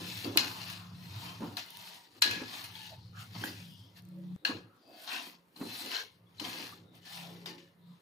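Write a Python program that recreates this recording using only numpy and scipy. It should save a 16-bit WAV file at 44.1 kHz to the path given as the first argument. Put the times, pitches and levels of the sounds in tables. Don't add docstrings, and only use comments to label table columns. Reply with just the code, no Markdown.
import sys
import numpy as np
from scipy import signal
from scipy.fft import rfft, irfft, next_fast_len
from scipy.io import wavfile
from scipy.ndimage import uniform_filter1d

SR = 44100
rng = np.random.default_rng(int(sys.argv[2]) if len(sys.argv) > 2 else 0)


def to_linear_factor(level_db):
    exponent = np.asarray(level_db, float) / 20
    return 10 ** exponent


def pcm_store(signal):
    levels = np.round(np.clip(np.atleast_2d(signal), -1, 1) * 32767)
    wavfile.write(sys.argv[1], SR, levels.astype(np.int16).T)


N = 353241

# pitch_hz, level_db (per Hz)
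AIR_SPECTRUM = [(15, -60), (25, -20), (175, -1.5), (607, -4), (677, -16.5), (1840, -13), (4370, -28),
                (6000, -34.5), (13000, -29), (16000, -38)]
# pitch_hz, likeness (0-1)
MIC_LIKENESS = [(60, 0.64), (99, 0.58), (160, 1), (270, 0.96), (450, 0.7), (740, 0.31), (1220, 0.059),
                (2010, 0.15), (3330, 0.06), (5500, 0.92), (9080, 1), (15000, 0.11)]
# pitch_hz, left_minus_right_db
MIC_LEAN = [(60, 3), (92, 2), (140, 4.5), (210, -4), (330, 1), (500, -2.5), (770, -2), (1170, 1.5),
            (1790, 0), (2740, 7.5), (4190, 9.5), (6410, -0.5), (9810, -7), (15000, -19.5)]
# start_s, level_db
MOTOR_RUMBLE = [
    [(0.0, -52), (1.1, -56), (1.45, -50), (1.7, -65.5), (2.07, -85.5), (2.31, -55.5), (2.6, -60.5),
     (3.3, -54), (4.35, -65.5)],
    [(4.42, -92), (4.55, -49.5), (4.82, -82.5), (5.5, -95.5), (5.7, -60), (5.95, -81.5), (6.25, -64),
     (7.3, -67), (8.01, -80.5)],
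]
# peak_s, rise_s, fall_s, level_db
DRONE_SURGES = [(0.08, .3, 0.24, -52.5), (0.75, 0.95, 0.56, -55), (1.07, 0.45, 0.08, -50.5),
                (1.27, 0.052, 0.11, -51.5), (1.42, 0.046, 0.11, -51), (1.83, 0.27, 0.23, -64),
                (2.36, 0.082, 0.11, -50.5), (2.86, .12, 0.049, -62), (3.44, 0.66, 0.2, -55.5),
                (3.73, 0.21, 0.056, -51.5), (4.19, 0.23, 0.3, -45.5), (4.35, 0.19, .3, -41.5),
                (4.53, 0.083, 0.28, -62), (5.28, 0.065, 0.36, -68.5), (5.61, 0.038, 0.074, -49.5),
                (6.5, 0.23, 0.55, -59), (6.95, 0.25, 0.21, -62.5), (7.24, 0.15, 0.35, -50.5),
                (7.449, 0.15, 0.26, -54.5), (7.93, 0.26, 0.075, -55.5)]
# start_s, pitch_hz, roughness (0-1)
DRONE_PITCH = [(0, 178, .7), (0.8, 175, .6), (1.4, 175, .6), (3.2, 175, .8), (3.95, 178, .7),
               (4.1, 181, .12), (4.36, 181, .12), (4.5, 177, .8), (7.0, 173, .6), (7.15, 172, .25),
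               (7.6, 172, .3), (8.01, 176, .5)]
# start_s, level_db (peak), pitch_hz, t60_s
THUMPS = [(0.009, -41, 262, 0.18), (0.245, -38, 320, 0.6), (0.3618, -30, 280, 0.2),
          (1.405, -31.5, 220, 0.43), (1.428, -33.5, 228, 0.45), (2.252, -36, 323, 0.34),
          (2.416, -31.5, 249, 0.089), (3.355, -37, 193, 0.28), (4.494, -30.5, 287, 0.33),
          (5.602, -39, 250, 0.1), (5.612, -29, 238, 0.1), (5.619, -30, 260, 0.15), (6.415, -36, 311, 0.23),
          (7.471, -43.5, 400, 0.3), (2.33, -39, 290, 0.44)]
# start_s, level_db (peak), brightness_db, rattle_db, rattle_t60_s
CLINKS = [(0.244, -36, -23, -1, 0.2), (0.3728, -7.5, -8.5, -21, 0.2), (0.6992, -36, -12, -1, 0.15),
          (1.57, -32.5, -9, -3, 0.17), (2.2219, -6.5, -16.5, -10, 0.12), (2.3105, -21.5, -13.5, -11.5, 0.5),
          (2.6414, -31.5, -13, 6, 0.13), (2.7536, -39, -32.5, 12, 0.47), (3.44, -38.5, -16, 19.5, 0.3),
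          (3.971, -53, -12, -9.5, 0.08), (4.4495, -17, -35.5, -17.5, 0.036), (5.5601, -47, -26.5, 15, 0.43),
          (5.86, -33, -13.5, -18, 0.25), (6.4, -32, -9, -34, 0.2), (6.4347, -40, -23, -18.5, 0.21),
          (7.053, -45.5, -20, 10, 0.44), (7.4603, -39.5, -13, -6, 0.23)]
# pitch_hz, width_hz, level_db
STRUCK_MODES = [(1004, 57, -12), (1672, 18, 2), (2132, 12, 0.5), (2530, 36, 1), (2870, 55, -1.5),
                (3196, 66, -3.5), (3470, 33, -7), (3790, 20, -1), (4050, 51, 1.5), (4300, 25, -0.5),
                (4420, 25, -1), (5136, 20, -5.5), (5460, 25, -11), (5760, 45, -14)]
# start_s, level_db (peak), pitch_hz
CONTACTS = [(0.2453, -27, 4540), (0.3735, -13, 4060), (0.374, -18, 4500), (1.5688, -25, 4160),
            (2.2212, -10, 4100), (2.7531, -34, 3300), (3.4381, -22, 1600), (3.4378, -30, 3200),
            (3.4385, -31, 800), (5.5625, -41, 4150), (4.4506, -15, 4250), (5.0763, -34, 4140),
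            (5.0902, -31, 4170), (5.1222, -28, 2520), (5.8093, -33, 4090), (5.917, -30, 2940),
            (5.9465, -24, 4160), (5.957, -26, 3000), (5.965, -23, 4150), (6.4485, -28, 3200),
            (6.3979, -27, 4090), (6.3985, -31, 3050), (7.4594, -31, 3700), (4.4508, -19, 2700),
            (4.451, -21, 1650)]
# start_s, level_db (peak),
# lowest_hz
TICKS = [(1.661, -45, 10000), (1.705, -35, 10500), (1.7712, -35, 10500), (3.2046, -48, 5000),
         (3.4511, -36, 6000), (4.0223, -49.5, 6000), (4.0522, -48, 4000), (4.088, -49, 6000),
         (4.3612, -55, 301), (4.8773, -56, 6040), (4.9721, -54, 6000), (5.9135, -35, 3000),
         (6.9532, -47, 5030)]
# start_s, pitch_hz, level_db, t60_s
RINGS = [(0.374, 4220, -33.5, 0.25), (0.374, 5160, -37, .25), (0.374, 5900, -41.5, .2),
         (0.374, 6870, -48.5, .3), (0.374, 10740, -54, .25), (0.374, 11300, -53, 0.44),
         (0.374, 11870, -50.5, .15), (2.222, 4240, -36.5, .3), (2.222, 1676, -36, 0.61),
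         (4.451, 4115, -47, 0.36), (2.222, 9300, -56, .3), (2.222, 9600, -55, .3),
         (2.222, 10080, -48.5, .12), (2.222, 11060, -46, 0.14), (2.222, 11670, -52.5, .3),
         (4.451, 1658, -40, 0.32), (4.452, 2530, -42, 0.29), (4.451, 3180, -43, 0.21),
         (4.451, 9300, -65, .25), (4.451, 10300, -69, 0.26), (7.461, 5000, -49, .1),
         (7.461, 2920, -58, 0.45), (7.5, 1807, -64, .6)]
# start_s, length_s, pitch_hz,
# width_hz, level_db
SQUEAKS = [(0.5, .49, 1100, 530, -60), (0.55, .2, 2870, 90, -62), (1.412, .07, 900, 300, -53),
           (1.605, 0.53, 937, 84, -63.5), (2.6, 0.46, 880, 100, -61), (2.898, 0.067, 650, 170, -56.5),
           (2.93, 0.22, 4300, 1050, -66), (3.125, .15, 1320, 180, -56), (3.14, .075, 1630, 90, -60),
           (3.34, .08, 4400, 150, -63), (3.431, 0.058, 1850, 200, -50), (3.46, .06, 4670, 300, -52),
           (3.519, .45, 4880, 1000, -66.5), (3.54, 0.42, 3280, 380, -65), (3.69, .1, 2880, 54, -69),
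           (4.039, 0.33, 331, 6.4, -61.5), (4.096, .18, 562, 49, -65.5), (4.201, 0.2, 3600, 900, -76),
           (3.8, .09, 263, 12, -62), (4.354, 0.11, 3750, 600, -77.5), (4.599, 0.25, 1284, 260, -71.5),
           (4.7, 0.28, 3590, 2000, -75.5), (4.802, 0.17, 4760, 160, -68.5), (4.82, 0.28, 660, 136, -60),
           (4.839, .22, 2594, 60, -72.5), (4.879, .15, 4540, 330, -65), (4.88, .16, 1690, 73, -75),
           (5.072, .14, 1590, 400, -47.5), (5.081, 0.15, 2680, 430, -45.5), (5.56, 0.38, 4080, 140, -52),
           (5.85, .25, 437, 87, -59.5), (5.901, .15, 1590, 170, -46), (6.25, .07, 3375, 170, -78.5),
           (6.258, 0.082, 1094, 140, -73), (6.377, .025, 4060, 250, -54), (6.717, 0.026, 1200, 150, -54),
           (6.816, 0.25, 3710, 280, -73.5), (7.047, 0.28, 804, 200, -60.5), (7.101, .7, 554, 12, -74),
           (7.178, 0.22, 644, 200, -59.5), (7.247, .3, 396, 83, -61.5), (7.44, .24, 350, 30, -60),
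           (7.48, 0.11, 870, 49, -63), (7.77, .4, 3800, 600, -75)]
# peak_s, rise_s, fall_s, scrape_db, wall_weight_db
STROKES = [(0.2, .6, 0.19, -46, -12), (0.55, 0.4, 0.38, -47.5, -6.5), (0.7, 0.091, 0.15, -49, -17),
           (1.06, 0.19, 0.18, -58.5, -9), (1.25, 0.23, 0.23, -49.5, -4.5), (1.44, 0.069, 0.34, -58, -1.5),
           (1.9, 0.46, 0.19, -52, -12.5), (2.19, 0.15, 0.011, -64, -10), (2.561, 0.17, 0.24, -47, -7.5),
           (2.858, 0.29, 0.14, -52.5, -22), (3.212, 0.082, 0.09, -53.5, -12.5),
           (3.45, 0.18, 0.15, -48, -13), (3.6, 0.16, 0.13, -55.5, -30), (3.983, 0.042, 0.032, -57.5, -12.5),
           (5.03, 0.15, 0.27, -57.5, -14), (5.14, 0.11, 0.2, -43, -7), (5.76, 0.18, 0.31, -46, -11),
           (5.964, 0.11, 0.1, -40.5, -11), (6.461, 0.061, 0.3, -45.5, -6), (6.64, 0.27, 0.15, -48.5, -10),
           (6.96, 0.039, 0.062, -63, -4.5), (7.148, 0.13, 0.24, -48.5, -9), (7.33, 0.13, 0.34, -62.5, -6),
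           (7.93, 0.13, .3, -77, -1)]
# start_s, fall_s, scrape_db, wall_weight_db
JOLTS = [(0.375, 0.14, -31, -9.5), (1.57, 0.1, -38.5, -9.5), (2.22, 0.21, -33, -14), (3.35, 0.16, -55, 1),
         (4.453, 0.11, -38.5, -6.5), (6.398, 0.13, -45, -5.5), (7.459, 0.093, -42.5, -10),
         (7.58, 0.13, -59, -14), (5.075, 0.17, -48.5, -8), (5.562, 0.2, -62, -2.5), (5.915, 0.13, -42, -11),
         (7.053, 0.24, -58, -6)]
# peak_s, rise_s, fall_s, level_db
PRESSES = [(0.0, 0.0063, 0.24, -45.5), (0.255, 0.018, 0.28, -38.5), (0.36, 0.0035, 0.03, -32.5),
           (0.4, .03, 0.21, -47), (1.25, 0.38, 0.48, -58), (1.421, 0.018, 0.13, -39.5),
           (1.584, .02, 0.2, -65), (2.188, 0.09, 0.014, -59.5), (2.27, 0.03, 0.32, -43.5),
           (2.439, 0.13, 0.054, -44.5), (3.33, .045, .05, -70), (3.449, 0.083, 0.17, -43.5),
           (4.32, .15, 0.027, -63), (4.435, .012, 0.018, -62), (4.504, 0.043, 0.11, -38.5),
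           (4.91, 0.2, 0.32, -60), (5.15, 0.086, 0.22, -53.5), (5.28, 0.14, 0.044, -56.5),
           (5.63, 0.047, 0.14, -40), (5.872, 0.16, 0.11, -48), (6.413, 0.014, 0.58, -48),
           (6.637, 0.22, 0.075, -51), (7.32, 0.21, 0.19, -57), (7.518, .1, 0.15, -52)]
# peak_s, rise_s, fall_s, level_db
SIFTS = [(0.3, .15, 0.079, -80), (0.78, .1, 0.057, -77), (2.9, 0.092, .1, -84), (3.21, 0.019, 0.073, -63),
         (3.68, 0.16, 0.26, -68), (4.93, 0.08, 0.12, -72.5), (5.8, 0.22, 0.26, -53),
         (5.03, 0.073, 0.11, -59), (5.27, .12, 0.083, -59), (5.58, 0.024, 0.2, -62.5),
         (6.72, 0.12, .06, -70), (7.25, .1, 0.071, -77)]
# squeeze_db, wall_db, scrape_db, dust_db
IDLE_DB = [
    (-75, -75.5, -75.5, -80.5),
    (-115, -80, -90, -87),
]
LAYER_EDGES_HZ = [220, 600, 1400, 7200, 15800]
# pitch_hz, level_db (per Hz)
FLOUR_SPECTRUM = [(120, -36), (200, 2), (311, 5.5), (416, -5), (519, -4), (867, -11), (1400, -10),
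                  (1590, 3.5), (2210, 2), (2610, 5), (3760, 3.5), (4120, 5.5), (7600, -7.5), (14900, -12),
                  (16000, -20)]
# pitch_hz, width_hz, level_db
RUBBED_MODES = [(960, 230, -0.5), (1744, 74, -1.5), (2620, 65, -16.5), (3040, 190, -16.5), (4210, 130, -8),
                (4430, 33, -14), (2145, 17, -14.5), (3520, 40, -10), (3770, 19, -7.5), (5340, 46, -6.5)]
# pitch_hz, share_lost (0-1)
TREBLE_HOLES = [(6600, 0.0042), (8200, 0.42), (9500, 0.015), (11500, 0.06), (14000, 0.082)]
# start_s, length_s
STARVED = [
    (0.4, .075),
    (2.235, .06),
    (4.458, .03),
]
# low_hz, high_hz
STARVED_BANDS_HZ = [(9450, 9650), (10250, 10650), (11350, 11550), (11950, 12350), (12800, 13100)]

AIR_DB = -72.5
SCENE_CHANGE_S, KITCHEN_T60_S, TOP_HZ = 4.363, 0.4, 15850
RUMBLE_HZ, THROB_HZ = 106.8, 32.5
DRONE_UNDER_DB, UNDERTONE_DB = -6, -10.5
WAVER_DB = 3
STRUCK_WIDTH_HZ, STRUCK_DB, RINGING_DB = 170, 6, 15
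RING_WIDTH_HZ, TICK_S = 27, 0.001
REACH_DB = 20
SURGE_ROUND, STROKE_ROUND, JOLT_ROUND, PRESS_ROUND, DUST_ROUND = 1.42, 1.65, 1.05, 0.78, 1.67
JOLT_RISE_S, JOLT_DUST_DB, PRESS_ON_WALL_DB = 0.0013, -14, -10.5
DUST_DB, DUST_FOLLOWS = -54.5, 1
DUST_CEILING_DB, DUST_SPREAD = -46, 0.92
LUMPY_DB, LUMPS_PER_S = 1.2, 70


def rms_one(x):
    middle = np.atleast_2d(x).mean(axis=0)
    return x / np.sqrt(np.mean(middle ** 2) + 1e-20)


def stretch(coarse):
    return np.interp(np.arange(N) / 40, np.arange(len(coarse)), coarse)


def slow(rate):
    r = np.exp(-80 * np.pi * rate / SR)
    noise = rng.standard_normal(N // 40 + 2002)
    return rms_one(signal.lfilter([1], [1, -2 * r, r * r], noise)[2000:])


def drift(rate):
    return stretch(slow(rate))


def in_time(tables):
    rows = list(tables[0])
    for table in tables[1:]:
        start = max(table[0][0] - .015, rows[-1][0] + .001)
        rows += [(start, *rows[-1][1:]), (start + .001, *table[0][1:])]
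        rows += list(table)
    s, *columns = np.transpose(rows)
    return [np.interp(np.arange(N) / SR, s, c) for c in columns]


def at_hz(points, hz):
    point_hz, value = np.array(points)[:, 0], np.array(points)[:, 1]
    return np.interp(np.log(hz), np.log(np.maximum(point_hz, 1)), value)


def swells(s, rise, fall, db, roundness):
    since = np.arange(0, N + 40, 40) / SR - s[:, None]
    reach_s = np.where(since < 0, rise[:, None], fall[:, None])
    away = np.abs(since) / np.maximum(reach_s, .002)
    level_db = db[:, None] - REACH_DB * np.minimum(away, 50) ** roundness
    return stretch(to_linear_factor(2 * level_db).sum(axis=0))


def resonance(x, hz, width_hz):
    r = np.exp(-np.pi * width_hz / SR)
    poles = [1, -2 * r * np.cos(2 * np.pi * hz / SR), r * r]
    return signal.lfilter(np.array([1, 0, -1]) * (1 - r * r) / 2, poles, x)


def mic_lean(hz):
    return to_linear_factor(at_hz(MIC_LEAN, hz) / 2 * np.array([[1], [-1]]))


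def microphones(sources, low_hz, high_hz, spectrum, patchy_db, count=3):
    bands = int(np.ceil(count * np.log2(high_hz / low_hz)))
    edges = np.geomspace(low_hz, high_hz, 1 + bands)
    out, together = 0, slow(12.0)
    for k, (low, high) in enumerate(zip(edges, edges[1:])):
        band = signal.butter(2, [low, high], "band", fs=SR, output="sos")
        pair = signal.sosfilt(band, sources[k % len(sources)])
        hz = np.sqrt(low * high)
        alike = np.clip(at_hz(MIC_LIKENESS, hz), -1, 1)
        flicker_db = patchy_db * (.4 * together + slow(8.0))
        gain = stretch(to_linear_factor(at_hz(spectrum, hz) + flicker_db))
        mix = np.sqrt([1 + alike, 1 - alike]) * [[1, 1.0], [1, -1.2]]
        out = out + gain * (mic_lean(hz) * mix @ pair)
    return out


def room_air():
    noise = rng.standard_normal((2, 2, N))
    return to_linear_factor(AIR_DB) * rms_one(microphones(noise, 30, 15800, AIR_SPECTRUM, patchy_db=1.0, count=2))


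def kitchen(x):
    size = next_fast_len(N + SR)
    w = 2 * np.pi * np.arange(size // 2 + 1) / size
    dry, out = rfft(x, size), np.zeros((2, N))
    t60 = KITCHEN_T60_S / (1 + (w * SR / (2 * np.pi * 7000)) ** 2)
    delays = (rng.uniform(0.0073, .03, (2, 6)) * SR).astype(int)
    for side, lags in enumerate(delays):
        loops = [to_linear_factor(-60 * lag / SR / t60) * np.exp(-1j * w * lag) for lag in lags]
        echoes = sum(g / (1 - g) for g in loops)
        out[side] = irfft(dry[side] * echoes, size)[:N]
    return out


def motor():
    t, white = np.arange(N) / SR, rng.standard_normal((3, N))
    rumble_db, = in_time(MOTOR_RUMBLE)
    rows = np.array(DRONE_SURGES)
    early = swells(*rows[rows[:, 0] < SCENE_CHANGE_S].T, SURGE_ROUND)
    late = swells(*rows[rows[:, 0] > SCENE_CHANGE_S].T, SURGE_ROUND)
    surge = np.where(t < SCENE_CHANGE_S, early, late)
    drone = np.sqrt(surge + to_linear_factor(2 * (rumble_db + DRONE_UNDER_DB)))
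    rumble = rms_one(resonance(resonance(white[0], RUMBLE_HZ, 24), RUMBLE_HZ, 30))
    drone_hz, hoarse = in_time([DRONE_PITCH])
    hoarse = np.clip(hoarse, 0, 2)
    wander = np.cumsum(drone_hz * (1 + 0.004 * drift(2.5))) / SR
    throb = 1 + 0.12 * np.sin(2 * np.pi * THROB_HZ * t)
    tone = np.sqrt(2) * np.sin(2 * np.pi * wander) * throb
    tone += to_linear_factor(UNDERTONE_DB) * np.sqrt(2) * np.sin(2 * np.pi * (wander - THROB_HZ * t))
    rough = rms_one(resonance(resonance(white[1], 173, 30), 186, 53))
    voice = (tone + hoarse * rough) / np.sqrt(1 + hoarse ** 2)
    mid = to_linear_factor(rumble_db + WAVER_DB * drift(7.0)) * rumble + drone * voice
    side = drone * to_linear_factor(-14.5) * rms_one(resonance(resonance(white[2], 160, 80), 160, 80))
    return mid + side * [[1], [-1]]


def thumps():
    out, t = np.zeros(N), np.arange(SR // 2) / SR
    for (s, db, hz, t60), rattle in zip(THUMPS, rng.standard_normal((len(THUMPS), SR // 2))):
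        push = np.sin(2 * np.pi * hz * t) * np.exp(-t / 0.0092) * (1 - np.exp(-t / 0.0026))
        tail = rms_one(resonance(rattle, hz, 87)) * to_linear_factor(-60 * t / max(t60, .03) - 9.5)
        at, knock = round(s * SR), push + tail
        out[at:at + len(t)] += to_linear_factor(db - 2) * (knock / np.abs(knock).max())[:N - at]
    return out


def rings():
    out, t = np.zeros((2, N)), np.arange(SR // 2) / SR
    for (s, hz, db, t60), noise in zip(RINGS, rng.standard_normal((len(RINGS), 2, SR))):
        tone = rms_one(mic_lean(hz) * resonance(noise, hz, RING_WIDTH_HZ))[:, -len(t):]
        fade = to_linear_factor(db - 60 * t / max(t60, .03)) * (1 - np.exp(-t / .002))
        out[:, round(s * SR):][:, :len(t)] += fade * tone
    return out


def ticks():
    out, t = np.zeros((2, N)), np.arange(SR // 50) / SR
    for (s, db, low_hz), noise in zip(TICKS, rng.standard_normal((len(TICKS), 2, len(t)))):
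        high_pass = signal.butter(2, low_hz, "high", fs=SR, output="sos")
        burst = signal.sosfilt(high_pass, np.sign(noise) * np.exp(-t / TICK_S))
        tick = mic_lean(1.26 * low_hz) * burst / np.abs(burst).max()
        out[:, round(s * SR):][:, :len(t)] += to_linear_factor(db) * tick
    return out


def contacts():
    out, t = np.zeros((2, N)), np.arange(SR // 50) / SR
    shape = 2 * np.exp(-t / .002) * (1 - np.exp(-t / .0012))
    for s, db, hz in CONTACTS:
        pulse = mic_lean(hz) * shape * np.sin(2 * np.pi * hz * t + [[0], [1.2]])
        pulse = pulse / np.abs(pulse.mean(axis=0)).max()
        out[:, round(s * SR):][:, :len(t)] += to_linear_factor(db - 6) * pulse
    return out


def clinks():
    out, t = np.zeros((2, N)), np.arange(SR // 3) / SR
    noises = rng.standard_normal((len(CLINKS), 2, 2, len(t)))
    luck_db = rng.normal(0, 2.5, (len(CLINKS), len(STRUCK_MODES)))
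    broad = signal.butter(3, [900, 5500], "band", fs=SR, output="sos")
    treble = signal.butter(3, [6500, 16500], "band", fs=SR, output="sos")
    crack = np.exp(-t / .002) * (1 - np.exp(-t / .0005))
    for (s, db, bright_db, rattle_db, t60), (dull, sharp), luck in zip(CLINKS, noises, luck_db):
        rattle = to_linear_factor(rattle_db - 60 * t / np.clip(t60, .02, .4))
        drive = np.sign(dull) * crack + dull * rattle
        blow = np.sign(sharp) * crack
        body = to_linear_factor(-12.0) * mic_lean(3000) * signal.sosfilt(broad, drive)
        for (hz, width, mode_db), chance in zip(STRUCK_MODES, luck):
            gain = to_linear_factor(mode_db + chance) * mic_lean(hz)
            body += to_linear_factor(RINGING_DB) * gain * resonance(drive, hz, width)
            body += to_linear_factor(STRUCK_DB) * gain * resonance(blow, hz, STRUCK_WIDTH_HZ)
        tick = np.sign(sharp) * np.exp(-t / 0.0013) + to_linear_factor(-11.0) * sharp * rattle
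        tick = to_linear_factor(bright_db + 1.5) * mic_lean(13000) * signal.sosfilt(treble, tick)
        at, loudest = round(s * SR), np.abs(body.mean(axis=0)).max()
        out[:, at:at + len(t)] += to_linear_factor(db) * (0.5 * body / loudest + tick)[:, :N - at]
    return out


def squeaks():
    out = np.zeros((2, N))
    noises = rng.standard_normal((len(SQUEAKS), 2, SR // 2 + SR // 4))
    for (s, length, hz, width, db), noise in zip(SQUEAKS, noises):
        at = round(s * SR)
        size = min(round(length * SR), N - at, noise.shape[1])
        pair = noise + at_hz(MIC_LIKENESS, hz) * noise[::-1]
        tone = resonance(resonance(pair, hz, 1.3 * width), hz, 1.3 * width)
        tone = rms_one(mic_lean(hz) * tone)[:, :size]
        out[:, at:at + size] += to_linear_factor(db) * tone * np.sqrt(np.hanning(size))
    return out


def thin_steel(x):
    hz, t, z = signal.stft(x, SR, nperseg=2048)
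    broad = 1 + sum(to_linear_factor(db) / (1 + (2 * (hz - f) / width) ** 2) for f, width, db in RUBBED_MODES)
    chance = uniform_filter1d(rng.standard_normal((len(hz), len(t))), size=9, axis=1)
    chance = uniform_filter1d(uniform_filter1d(chance, size=5, axis=1), size=2, axis=0)
    reach = 1 / (1 + (hz / 9000) ** 2) / (1 + (550 / (hz + 1)) ** 4)
    thicket = to_linear_factor(6.65 * np.clip(chance / chance.std() - .5, 0, 1.6) * reach[:, None])
    return signal.istft(z * broad[:, None] * thicket, SR, nperseg=2048)[1][..., :N]


def hand():
    s, rise, fall, db, weight_db = np.transpose(STROKES)
    at, slide, jolt_db, jolt_weight_db = np.transpose(JOLTS)
    presses = swells(*np.transpose(PRESSES), PRESS_ROUND)
    wall = swells(s, rise, fall, db + weight_db, STROKE_ROUND)
    scrape = swells(s, rise, fall, db, STROKE_ROUND)
    dust_db = DUST_DB + DUST_FOLLOWS * (np.minimum(db, DUST_CEILING_DB) + 47)
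    dust = swells(s, DUST_SPREAD * rise, DUST_SPREAD * fall, dust_db, DUST_ROUND)
    jolt_rise = JOLT_RISE_S + 0 * at
    wall_slide, scrape_slide, dust_slide = (swells(at, jolt_rise, slide, jolt_db + shift, JOLT_ROUND)
                                            for shift in (jolt_weight_db, 0, JOLT_DUST_DB))
    wall = wall + wall_slide + to_linear_factor(2 * PRESS_ON_WALL_DB) * presses
    dust = dust + dust_slide + swells(*np.transpose(SIFTS), DUST_ROUND)
    layers = presses, wall, scrape + scrape_slide, dust
    before = np.arange(N) / SR < SCENE_CHANGE_S
    idles = [to_linear_factor(2 * np.where(before, *idle)) for idle in np.transpose(IDLE_DB)]
    return [np.sqrt(power + idle) for power, idle in zip(layers, idles)]


def rubbing():
    chance = 500 * to_linear_factor(4 * drift(20.0)) / SR
    grain = to_linear_factor(3.0 * np.minimum(rng.exponential(1, N), 5))
    crumbs = (rng.random(N) < chance) * grain
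    friction = rng.standard_normal((2, 2, N)) * (1 + 3.6 * uniform_filter1d(crumbs, size=12))
    wall = thin_steel(friction)
    out = 0
    for low, high, gain in zip(LAYER_EDGES_HZ, LAYER_EDGES_HZ[1:], hand()):
        layer = rms_one(microphones(wall, low, high, FLOUR_SPECTRUM, patchy_db=1.2))
        out = out + gain * to_linear_factor(LUMPY_DB * drift(LUMPS_PER_S)) * layer
    return out


def scene():
    steel = clinks() + contacts() + ticks()
    low = thumps() * np.ones((2, 1))
    echo = to_linear_factor(-15.0) * kitchen(steel + .5 * low)
    return room_air() + motor() + echo + low + steel + rings() + squeaks() + rubbing()


def dropouts(x):
    hz, t, z = signal.stft(x, SR, nperseg=1024)
    chance = uniform_filter1d(rng.standard_normal((len(hz) // 7 + 1, len(t))), size=4, axis=1)
    ranks = chance.argsort(axis=1).argsort(axis=1) / len(t)
    lost = np.repeat(ranks, 7, axis=0)[:len(hz)] < at_hz(TREBLE_HOLES, hz + 1)[:, None]
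    after = sum((t > s) & (t < s + length) for s, length in STARVED)
    starved = sum((hz > low) & (hz < high) for low, high in STARVED_BANDS_HZ)
    lost |= np.outer(starved, after) > 0
    return signal.istft(z * np.where(lost, .03, 1), SR, nperseg=1024)[1][:, :N]


def band_limit(x):
    return signal.sosfilt(signal.butter(12, 16810, fs=SR, output="sos"), x)


def record(dry):
    steep = signal.cheby2(14, 40, TOP_HZ, fs=SR, output="sos")
    mix = dropouts(signal.sosfilt(steep, dry))
    return band_limit(mix)


dry = scene()
out = record(dry)
pcm_store(out)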